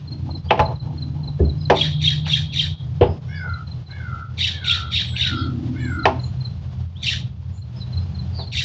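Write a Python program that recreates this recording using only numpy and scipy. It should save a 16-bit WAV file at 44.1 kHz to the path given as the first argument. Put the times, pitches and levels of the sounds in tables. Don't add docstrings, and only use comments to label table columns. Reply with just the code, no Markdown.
import sys
import numpy as np
from scipy import signal
from scipy.fft import rfft, irfft, next_fast_len
from scipy.io import wavfile
from scipy.ndimage import uniform_filter1d, minimum_filter1d

SR = 44100
rng = np.random.default_rng(int(sys.argv[2]) if len(sys.argv) > 2 else 0)


def generate_wav(sig):
    pcm = np.round(np.clip(np.atleast_2d(sig).T, -1, 1) * 32767).astype(np.int16)
    wavfile.write(sys.argv[1], SR, pcm)


N = 381024
T = np.arange(N) / SR


def amp(db):
    return 10 ** (np.asarray(db) / 20)


def evened(x):
    return x / np.sqrt(np.mean(x ** 2) + 1e-20)


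def noise(size):
    return rng.standard_normal(size)


def follow(rows, t):
    s, *columns = np.transpose(rows)
    return [np.interp(t, s, column) for column in columns]


def add(mix, s, sound):
    part = mix[max(round(s * SR), 0):][:len(sound)]
    part += sound[:len(part)]


def gate(t, length, attack, release):
    return np.clip(t / attack, 0, 1) * np.clip((length - t) / release, 0, 1)


def peak_db(t, rise_db_per_s, fall_db_per_s):
    return np.minimum(rise_db_per_s * t, -fall_db_per_s * t)


def coloured(points, size):
    hz, db = np.transpose(points)
    log_hz = np.log(np.fft.rfftfreq(size, 1 / SR) + 1)
    gain = amp(np.interp(log_hz, np.log(hz), db))
    return evened(irfft(rfft(noise(size)) * gain, size))


def wander(rate_hz, size):
    full = next_fast_len(size + SR // 2)
    gain = np.exp(-(np.fft.rfftfreq(full, 1 / SR) / rate_hz) ** 2)
    return evened(irfft(rfft(noise(full)) * gain, full))[:size]


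def turning(hz):
    return 2 * np.pi * np.cumsum(hz) / SR


def resonate(x, hz, width):
    turn = np.exp(1j * turning(hz * np.ones(len(x))))
    r = np.exp(-np.pi * width / SR)
    smoothed = signal.lfilter([1], np.poly([r, r, r]), x / turn)
    return evened((turn * smoothed).real)


def glide(length, start_hz, end_hz, waver, hoarse=0):
    size, hoarse = int(length * SR), np.clip(hoarse, 0, 1)
    hz = np.geomspace(start_hz, end_hz, size) * (1 + waver * wander(300, size))
    clean = evened(np.sin(turning(hz)))
    fuzz = resonate(noise(size), hz, 450)
    return evened((1 - hoarse) * clean + hoarse * fuzz) * np.hanning(size)


def echoes(x, t60, low_hz, high_hz):
    t = T[:SR // 2]
    band = signal.butter(2, [low_hz, min(high_hz, SR / 2.2)], "band", fs=SR, output="sos")
    tail = signal.sosfilt(band, noise(len(t))) * amp(-60 * t / t60) * (1 - np.exp(-t / 0.0043))
    return signal.oaconvolve(x, tail / np.linalg.norm(tail))[:N]


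# f/Hz, width/Hz, level/dB
HUM = [(65.6, 30, -47), (86.3, 16.8, -32), (124.64, 14.6, -34), (116, 106, -34), (189.6, 46, -46)]
# t/s, level/dB
HUM_LEVEL = [(0, -2.5), (1.1, 1.5), (2.7, 1.5), (3.8, -1), (4.7, 1.5), (6.3, 3), (6.8, 1.5), (8.3, 3.5),
             (8.64, -0.5)]


def low_hum():
    hum = sum(amp(db) * resonate(noise(N), hz, width) for hz, width, db in HUM)
    hum = signal.sosfilt(signal.butter(6, 50, "high", fs=SR, output="sos"), hum)
    return amp(follow(HUM_LEVEL, T)[0] + 1.1 * wander(6.9, N)) * hum


# f/Hz, relative level/dB (per Hz)
AIR = [(120, -31), (200, -1.5), (313, -1.5), (539, -5), (629, -5.5), (735, -4.5), (2070, -17.5),
       (3400, -14), (4100, -18), (4500, -17.5), (5250, -21.5), (6800, -28.5), (7700, -41), (10500, -81.5),
       (17800, -120)]
# t/s, level/dB
AIR_LEVEL = [(0, -51), (.5, -51), (3.3, -51), (5.8, -47), (6.7, -50.5), (8.3, -47.5), (8.64, -51)]


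def outdoor_air():
    air = coloured(AIR, N) * amp(1.4 * wander(34, N))
    return amp(follow(AIR_LEVEL, T)[0]) * air


ENGINE_NEAREST_S, ENGINE_DB, ENGINE_RISE_DB_PER_S, ENGINE_FALL_DB_PER_S = 2.045, -23.5, 7, 10.5
ENGINE_START_HZ, ENGINE_CLIMB_HZ_PER_S = 145.1, 2.5


def distant_engine():
    db = ENGINE_DB + peak_db(T - ENGINE_NEAREST_S, ENGINE_RISE_DB_PER_S, ENGINE_FALL_DB_PER_S)
    hz = ENGINE_START_HZ + ENGINE_CLIMB_HZ_PER_S * T
    tone = evened(np.sin(turning(hz * (1 + 0.013 * wander(12, N)))))
    return amp(db + 2 * wander(21, N)) * tone


# start t/s, length/s, level/dB at the start
DRONES = [(0.071, 0.37, -37), (0.8, 0.56, -39.5), (1.41, 1.6, -43.5), (5.297, 0.93, -28)]
DRONE_ATTACK_S, DRONE_RELEASE_S, DRONE_SAG_DB_PER_S = 0.049, 0.077, 6
DRONE_TONE_HZ, DRONE_TONE_DB = 253.7, -7.5


def low_drone():
    drone = evened(resonate(noise(N), 245.6, 76) + 0.66 * resonate(noise(N), 311, 85))
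    tone = evened(np.sin(2 * np.pi * DRONE_TONE_HZ * T))
    drone = evened(drone + amp(DRONE_TONE_DB) * tone)
    spells = np.zeros(N)
    for s, length, db in DRONES:
        level = amp(db - DRONE_SAG_DB_PER_S * (T - s))
        spells += level * gate(T - s, length, DRONE_ATTACK_S, DRONE_RELEASE_S)
    return spells * drone


def background():
    return low_hum() + outdoor_air() + distant_engine() + low_drone()


# start t/s, length/s, start f/Hz, end f/Hz, level/dB, hoarseness (0-1)
WHISTLES = [(0.345, 0.073, 5200, 5050, -61, .6), (1.386, 0.033, 1670, 1800, -48.5, 0.04),
            (7.996, 0.068, 5090, 5000, -58, 0.75), (0.432, 0.061, 4540, 4800, -50, 0.2),
            (0.478, 0.04, 3070, 3580, -39, 0.4), (1.561, 0.13, 5180, 4760, -50.5, 0.5),
            (2.988, 0.22, 4800, 5240, -57, 1), (3.244, 0.14, 5500, 5430, -58, 0.6),
            (3.322, 0.16, 5080, 4970, -54, 0.4), (3.333, 0.083, 4780, 4570, -46.5, 0.4),
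            (5.043, 0.16, 7730, 7730, -55, 0.16), (5.335, 0.12, 5070, 4920, -45, 0.8),
            (5.343, 0.17, 4500, 4200, -43.5, .9), (5.755, 0.26, 7130, 7820, -54.5, 0.4),
            (6.188, 0.14, 7000, 6870, -57, 0.7), (6.95, 0.043, 2870, 4000, -40.5, 0.4),
            (6.977, 0.054, 3600, 3800, -44.5, 1), (7.518, 0.11, 6800, 7320, -52.5, 0.65),
            (7.736, 0.11, 5200, 5030, -50.5, .7), (7.794, 0.061, 4220, 3790, -38.5, 0.37),
            (8.311, 0.18, 4700, 4310, -38.5, 0.8), (8.36, 0.092, 4930, 3220, -37, 0.4)]


def whistles():
    out = np.zeros(N)
    for s, length, start_hz, end_hz, db, hoarse in WHISTLES:
        add(out, s, amp(db) * glide(length, start_hz, end_hz, waver=0.0081, hoarse=hoarse))
    return out


# middle of the second pip t/s, level/dB
PIP_PAIRS = [(0.127, -37.5), (0.357, -35), (0.663, -34.5), (0.805, -36.5), (1.028, -33), (1.283, -36),
             (1.5, -37), (1.659, -33.5), (3.543, -40), (3.72, -39), (3.916, -38), (5.855, -43),
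             (6.041, -36.5), (6.243, -35), (6.457, -35.5), (7.625, -42.5), (7.979, -34), (8.197, -37.5),
             (8.478, -38)]
# t/s from the second pip, level/dB against the pair
PIP_RUN = [(-.08, -25), (-.042, -5.5), (0, 1)]
PIP_ECHO_S, PIP_ECHO_DB = .026, -17
PIP_LENGTH_S, PIP_START_HZ, PIP_END_HZ = .028, 4306, 3924


def pips():
    out = np.zeros(N)
    for second, db in PIP_PAIRS:
        for offset, pip_db in PIP_RUN:
            stretch, detune, slip, size_db = rng.standard_normal(4)
            length = PIP_LENGTH_S * 2 ** (.2 * stretch)
            pitch = 1 + .008 * detune
            end_hz = pitch * PIP_END_HZ * (1 + .018 * slip)
            pip = glide(length, pitch * PIP_START_HZ, end_hz, waver=0.0047, hoarse=0.098)
            pip = amp(db + pip_db + size_db) * pip
            onset = second + offset - length / 2
            add(out, onset, pip)
            add(out, onset + PIP_ECHO_S, amp(PIP_ECHO_DB) * pip)
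    return out


def songbirds():
    out = pips() + whistles()
    return out + amp(-19) * echoes(out, 0.39, 3000, 6800)


WAIL_FUZZ_HZ, WAIL_LOW_FUZZ, WAIL_HIGH_FUZZ = 230, .52, .75


def hoarse_tone(hz, fuzz):
    tone = evened(np.sin(turning(hz * (1 + .007 * wander(250, len(hz))))))
    return evened(tone + fuzz * resonate(noise(len(hz)), hz, WAIL_FUZZ_HZ))


# start t/s, length/s, level/dB
WAILS = [(3.278, 0.41, -33.5), (3.886, 0.51, -36.5), (4.491, 0.53, -36), (5.125, 0.45, -34),
         (5.747, 0.43, -33)]
# f/Hz, width/Hz, level/dB against the lower tone
WAIL_OVERTONES = [(2926, 110, -12.5), (3420, 86, -10.5)]
WAIL_TOP_S, WAIL_SCOOP_S, WAIL_SINK_S, WAIL_ATTACK, WAIL_RELEASE = .062, 0.055, 0.1, 0.048, 0.23
WAIL_LOW_HZ, WAIL_LOW_LIFT_HZ, WAIL_HIGH_HZ, WAIL_HIGH_LIFT_HZ = 1354, 345, 2030, 210
WAIL_START_DB, WAIL_FULL = -12, 0.43
WAIL_OVERTONE_S, WAIL_HIGH_S, WAIL_HIGH_DB = .04, 0.096, -4
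WAIL_THROB_HZ, WAIL_THROB = 62, .85


def wail(length, db):
    size = int(length * SR)
    share, t = np.linspace(0, 1, size), T[:size] - WAIL_TOP_S
    arch = np.exp(-(abs(t) / np.where(t < 0, WAIL_SCOOP_S, WAIL_SINK_S)) ** 1.7)
    arch = arch * (1 + .08 * rng.standard_normal()) + .035 * wander(20, size)
    low_hz = WAIL_LOW_HZ + WAIL_LOW_LIFT_HZ * arch
    high_hz = WAIL_HIGH_HZ + WAIL_HIGH_LIFT_HZ * arch
    soft_start = amp(WAIL_START_DB * np.maximum(1 - share / WAIL_FULL, 0))
    swell = gate(share, 0.88, WAIL_ATTACK, WAIL_RELEASE) * soft_start
    beat = turning(WAIL_THROB_HZ * (1 + .12 * wander(40, size)))
    throb = WAIL_THROB * (1 - arch / 2)
    low = hoarse_tone(low_hz + throb * WAIL_THROB_HZ * np.cos(beat), WAIL_LOW_FUZZ)
    high_level = amp(WAIL_HIGH_DB) * np.exp(-(t / WAIL_HIGH_S) ** 2) + amp(-24.5)
    high = hoarse_tone(high_hz, WAIL_HIGH_FUZZ) * high_level
    overtones = sum(amp(over_db) * resonate(noise(size), hz, width) for hz, width, over_db in WAIL_OVERTONES)
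    cry = low + high + np.exp(-(t / WAIL_OVERTONE_S) ** 2) * overtones
    return amp(db) * swell * evened((1 + throb * np.sin(beat) / 2) * cry)


def wails():
    out = np.zeros(N)
    for s, length, db in WAILS:
        add(out, s, wail(length, db))
    return out + amp(-12) * echoes(out, .2, 900, 4000)


# f/Hz, relative level/dB, t60/s (time to fall by 60 dB)
BOARDS = [(204.8, 4, 0.5), (240, -10.5, 1), (296, -3.5, 0.41), (368.5, 1.5, .25), (404.3, 0.5, 0.23),
          (490.6, 3.5, 0.16), (587, -6.5, 0.28), (658, -2, 0.24), (719, -3, 0.15), (795, 0, 0.16),
          (852.4, 3.5, 0.17), (904, -6, 0.27), (958, -1, 0.13), (1033, -4.5, 0.22), (1107, -8.5, .12),
          (1195, -9, 0.19), (1257, -12, 0.13)]
# start t/s, length/s, level/dB
SHUFFLES = [(0.12, 0.044, -53), (0.258, 0.07, -42.5), (0.336, 0.046, -45), (0.441, 0.088, -44.5),
            (0.615, 0.16, -36), (0.801, 0.18, -44.5), (1.015, 0.4, -50), (1.26, 0.063, -48.5),
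            (3.414, 0.095, -44)]
RUB_HZ, RUB_FOCUS_DB = 684, 8.5


def shuffles():
    out = np.zeros(N)
    for s, length, db in SHUFFLES:
        size = int(length * SR)
        rub = np.zeros(size)
        for hz, mode_db, _ in BOARDS:
            weight = amp(mode_db - RUB_FOCUS_DB * np.log2(hz / RUB_HZ) ** 2)
            rub += weight * resonate(noise(size), hz, 110)
        add(out, s, amp(db + 3.7 * wander(55, size)) * evened(rub) * np.hanning(size))
    return out


STRIKE_SPREAD_DB = 2


def board_ring(t, favoured_hz, focus_db):
    hz, db, t60 = np.transpose(BOARDS)[:, :, None]
    spread_db = STRIKE_SPREAD_DB * rng.standard_normal(hz.shape)
    weight = amp(db - focus_db * np.log2(hz / favoured_hz) ** 2 + spread_db)
    phase = 2 * np.pi * rng.random(hz.shape)
    hz = hz * (1 + .008 * rng.standard_normal(hz.shape))
    modes = weight * amp(-60 * t / t60) * np.sin(2 * np.pi * hz * t + phase)
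    ring = modes.sum(0) / np.linalg.norm(weight)
    wash = resonate(noise(len(t)), favoured_hz, 1.5 * favoured_hz)
    boards = np.sqrt(2) * ring + wash * (amp(-8 - 60 * t / .11) + amp(-22 - 60 * t / .5))
    return boards * (1 - np.exp(-t / .0012))


# f/Hz, relative level/dB
CRACK = [(300, -13), (900, -2), (1300, -10.5), (2700, -6.5), (3400, -13), (4000, -16), (6000, -21.5),
         (8000, -44.5)]


def wood_crack(t, crack_hz, top_hz, t60, rise):
    tick = amp(5) * np.sin(2 * np.pi * crack_hz * t) * amp(-60 * t / 0.015)
    snap = tick + amp(-8.5) * resonate(noise(len(t)), crack_hz, 1300) * amp(-60 * t / t60)
    hardness = (0.0012 / max(rise, .001)) ** .5
    fading = amp(-5.5 - 60 * t / t60) + amp(-19 - 60 * t / 0.15) + amp(-28.5 - 60 * t / 0.45)
    crack = snap + hardness * coloured(CRACK, len(t)) * fading
    return signal.sosfilt(signal.butter(3, min(top_hz, SR / 2.2), fs=SR, output="sos"), crack)


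def floor_thump(t, thump_hz):
    floor = np.sin(2 * np.pi * thump_hz * t) + 0.44 * resonate(noise(len(t)), 150, 220)
    return floor * amp(-60 * t / 0.38) * (1 - np.exp(-t / 0.004))


def knock(board_db, favoured_hz, focus_db, crack_db, crack_hz, top_hz, crack_t60, thump_db, thump_hz, rise):
    t = T[:SR // 2]
    boards = amp(board_db) * board_ring(t, favoured_hz, focus_db)
    crack = amp(crack_db) * wood_crack(t, crack_hz, top_hz, crack_t60, rise)
    thump = 2 * amp(thump_db) * floor_thump(t, thump_hz)
    contact = 1 - np.exp(-(t / rise) ** 2)
    return contact * (boards + crack + thump)


# t/s, board level/dB, favoured f/Hz, loss an octave from it/dB, crack level/dB,
# crack centre f/Hz, crack top f/Hz, crack t60/s, thump relative level/dB, thump f/Hz, rise/s
KNOCKS = [(0.503, -21, 660, 15, -13, 2920, 3700, 0.066, -50, 73, 0.003),
          (0.5074, -10, 700, 6, -5.5, 2614, 3800, 0.019, -49, 72.5, 0.00034),
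          (0.574, -21, 596, 8, -27, 2700, 6000, 0.072, -39, 87.5, 0.003),
          (.593, -9.5, 806, 18, -18, 1730, 6900, 0.028, -19.5, 85, 0.0003),
          (0.5983, -14.5, 688, 26, -17, 2630, 6500, 0.036, -35, 90, 0.00067),
          (.621, -32, 800, 8, -44, 1980, 4000, 0.042, -37, 87.6, .002),
          (1.389, -27, 500, 33, -54, 1730, 1980, 0.056, -29, 75, 0.005),
          (1.401, -14.5, 348, 47.5, -55, 1730, 1980, 0.056, -12.5, 75.3, 0.0028),
          (1.453, -32, 480, 19, -61, 1700, 2000, .05, -26.5, 72, 0.011),
          (1.6989, -6.5, 593, 7.5, -8.5, 1710, 6800, 0.047, -40, 72, 0.001),
          (1.715, -11, 800, 12, -24, 1900, 6000, 0.031, -48, 72, 0.0013),
          (2.263, -44.5, 780, 30, -26, 1720, 6600, 0.22, -54, 72, 0.0025),
          (3.0102, -5, 463, 62, -20, 3000, 3700, 0.2, -16.5, 92.8, 0.0019),
          (3.02, -16, 770, 31, -30, 1490, 3680, .1, -27, 70, 0.0023),
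          (3.082, -29, 600, 9, -50.5, 2200, 3500, 0.13, -28, 84, 0.0035),
          (6.055, -8.5, 740, 9.5, -7, 1850, 5500, 0.038, -48.5, 71.8, 0.00033),
          (6.078, -15.5, 736, 26, -33.5, 1490, 2980, 0.049, -51, 72.3, .002),
          (8.383, -30, 660, 14, -36.5, 1700, 2520, 0.13, -66, 72, 0.0077)]


def knocks():
    out = np.zeros(N)
    for s, *blow in KNOCKS:
        add(out, s, knock(*blow))
    return out


# f/Hz, width/Hz, relative level/dB
AFTERRING = [(3275, 170, 2), (3720, 880, 1.5)]
AFTERRING_DELAY_S, AFTERRING_LENGTH_S, AFTERRING_FADE_DB_PER_S = 0.08, 0.18, 24


def afterring(db):
    t = T[:int(AFTERRING_LENGTH_S * SR)]
    bands = sum(amp(band_db) * resonate(noise(len(t)), hz, width) for hz, width, band_db in AFTERRING)
    fade = amp(db - AFTERRING_FADE_DB_PER_S * t)
    return fade * gate(t, AFTERRING_LENGTH_S, 0.021, 0.061) * evened(bands)


def streaks(hz, size, per_s, octaves):
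    cycle = np.cumsum(per_s * (1 + 0.33 * wander(70, size))) / SR + rng.random()
    slip = cycle % 1
    pitch = hz * 2 ** (octaves * (.5 - slip)) * (1 + 0.0353 * wander(587, size))
    return evened(np.sin(turning(pitch)) * np.sin(np.pi * slip) * amp(3.5 * wander(110, size)))


# f/Hz, width/Hz, level/dB, t/s from the main squeal at which each joins in
THROAT = [(2445, 700, -8.5, .016), (3106, 770, -2, -0.053), (3697, 850, 2.5, -0.11), (4360, 600, -6, -0.11),
          (5060, 1500, -11, -.04), (5680, 380, -13, -0.081), (6690, 2000, -19.5, -0.071)]
# t/s from the main squeal, f/Hz, level/dB
LOW_THROAT = [(-.07, 2700, 0.5), (-.04, 2050, -6.5), (-.018, 2320, -5.5), (0, 2650, -3), (.022, 1908, -8.5),
              (.05, 1750, -6.5), (.075, 1728, -8.5), (.11, 1940, -12)]
RASP_PER_S = 110
RASP_OCTAVES = .38
RASP_BREATH = .85
TREBLE_HZ = 5000


def throat_breath(t, lead, depth_db, treble_db):
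    breath = np.zeros(len(t))
    low_hz, low_db = follow(LOW_THROAT, t)
    for hz, width, db, joins_s in THROAT + [(low_hz, 850, low_db + depth_db, -lead)]:
        centre = np.mean(hz)
        hz = hz * (1 + .02 * wander(40, len(t)))
        octaves = RASP_OCTAVES * width / 900 * (3000 / centre) ** .7
        rasp = streaks(hz, len(t), RASP_PER_S, octaves)
        turbulence = RASP_BREATH * centre / 4000 * resonate(noise(len(t)), hz, width)
        treble = 1 / (1 + (TREBLE_HZ / centre) ** 10)
        joining = np.clip((t - joins_s) / 0.013, 0, 1)
        breath += amp(db + treble * treble_db) * joining * evened(rasp + turbulence)
    return evened(breath)


# middle t/s from the main squeal, length/s, start f/Hz, end f/Hz, relative level/dB
SQUEALS = [(-.037, .013, 3880, 3250, -7), (-.026, .017, 3954, 3430, -2.5), (-.011, .016, 4084, 3350, -3.5),
           (.015, .015, 4000, 3500, -4), (0.04, .016, 4080, 3710, -8)]
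UNDERTONES = [(-.017, 0.019, 3368, 2252, -8), (.001, .022, 2840, 2594, -5)]
MAIN_SQUEAL_S = 0.02


def squeal_voice(size, lead, squeal_db, main_db, main_hz, fall, under_db):
    squeals, held = np.zeros((2, size))
    main = [(0.0011, MAIN_SQUEAL_S, main_hz, main_hz / 2 ** fall, 0.016)]
    for voice_db, slides in (squeal_db, SQUEALS), (under_db, UNDERTONES), (main_db, main):
        for s, length, start_hz, end_hz, db in slides:
            slip, size_db, detune = rng.standard_normal(3)
            onset = s + lead - length / 2 + .001 * slip
            pitch = 1 + .012 * detune
            squeal = glide(length, pitch * start_hz, pitch * end_hz, waver=.012)
            add(squeals, onset, amp(voice_db + db + size_db) * squeal)
            add(held, onset, amp(db) * np.hanning(len(squeal)))
    return squeals, held


HISS_ATTACK_S, HISS_TAIL_S, HISS_RELEASE_S = 0.019, 0.17, 0.055
HISS_SWELL_DB_PER_S, HISS_FADE_DB_PER_S, HISS_HOLD_S = 116, 195, 0.023
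CATCH_S, CATCH_WIDTH_S, CATCH_DB = 0.019, 0.011, -4


def hiss(lead, breath_db, depth_db, treble_db, *voice):
    t = T[:SR // 4] - lead
    swell_db = np.minimum(HISS_SWELL_DB_PER_S * t, 0)
    fade_db = HISS_FADE_DB_PER_S * np.maximum(t - HISS_HOLD_S, 0)
    catch_db = CATCH_DB * np.exp(-((t - CATCH_S) / CATCH_WIDTH_S) ** 2)
    effort_db = swell_db - fade_db + catch_db
    beak = gate(t + lead, lead + HISS_TAIL_S, HISS_ATTACK_S, HISS_RELEASE_S)
    breath = throat_breath(t, lead, depth_db, treble_db)
    squeals, held = squeal_voice(len(t), lead, *voice)
    flutter_db = 1.4 * wander(110, len(t))
    return squeals + beak * amp(breath_db + effort_db + flutter_db - 2 * held) * breath


# main squeal t/s, lead-in/s, breath level/dB, extra level of the lowest resonance/dB,
# extra level of the treble/dB, lesser squeals level/dB, main squeal level/dB, main squeal f/Hz,
# its fall/octaves, undertone level/dB, echo level/dB
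HISSES = [(1.814, 0.075, -23.5, 1, -1.5, -20, -13.5, 3360, 0.039, -25.5, -37.5),
          (2.078, 0.082, -23.5, 0.5, 1, -14.5, -12, 3266, 0.031, -20.5, -41),
          (2.337, 0.093, -24, 1, 1, -18, -13, 3320, 0.024, -20.5, -43),
          (2.6, 0.085, -24.5, 0, 0.5, -15.5, -13.5, 3300, 0.073, -22, -44),
          (4.445, 0.075, -21.5, -0.5, 0, -17, -19, 3340, 0.24, -16.5, -40),
          (4.712, 0.077, -21.5, 1.5, 0, -12, -17, 3450, 0.16, -16, -41.5),
          (4.975, .072, -22, -1, -3, -16, -21.5, 3470, 0.26, -18.5, -40),
          (5.238, 0.089, -22, 3, -3.5, -14, -26, 3400, 0.29, -18.5, -39),
          (7.088, 0.075, -22, 2.5, 5, -23, -20, 3380, 0.28, -14.5, -57),
          (8.593, 0.08, -23.5, 3.5, 5, -24, -30, 3370, 0.19, -18.5, -52)]


def hisses():
    out = np.zeros(N)
    for s, lead, *call, echo_db in HISSES:
        add(out, s - lead, hiss(lead, *call))
        add(out, s + AFTERRING_DELAY_S, afterring(echo_db))
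    ring = amp(-15) * echoes(out, .07, 900, 8000)
    return out + ring + amp(-19) * echoes(out, 0.31, 1900, 4700)


# middle t/s, half width/s
DIPS = [(0.428, 0.016), (.795, 0.022), (3.205, 0.012), (2.771, 0.028), (3.859, 0.034), (4.28, 0.043),
        (6.918, 0.084), (7.368, 0.076), (7.621, 0.12)]
DIP_DB = -7.5


def scene():
    dip_db = DIP_DB * sum(np.exp(-((T - s) / width) ** 2) for s, width in DIPS)
    mix = background() + songbirds() + wails() + shuffles() + knocks() + hisses()
    return (amp(dip_db) * mix)[None]


CEILING, EDGE_HZ = .98, 8150


def record(dry):
    dry = signal.sosfilt(signal.butter(4, 42, "high", fs=SR, output="sos"), dry)
    allowed = CEILING / np.maximum(abs(dry), CEILING)
    gain = uniform_filter1d(minimum_filter1d(allowed, size=129), size=129)
    band_limit = signal.firwin(255, EDGE_HZ, window=("kaiser", 8), fs=SR)[None]
    return signal.oaconvolve(gain * dry, band_limit, "same")


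dry = scene()
out = record(dry)
generate_wav(out)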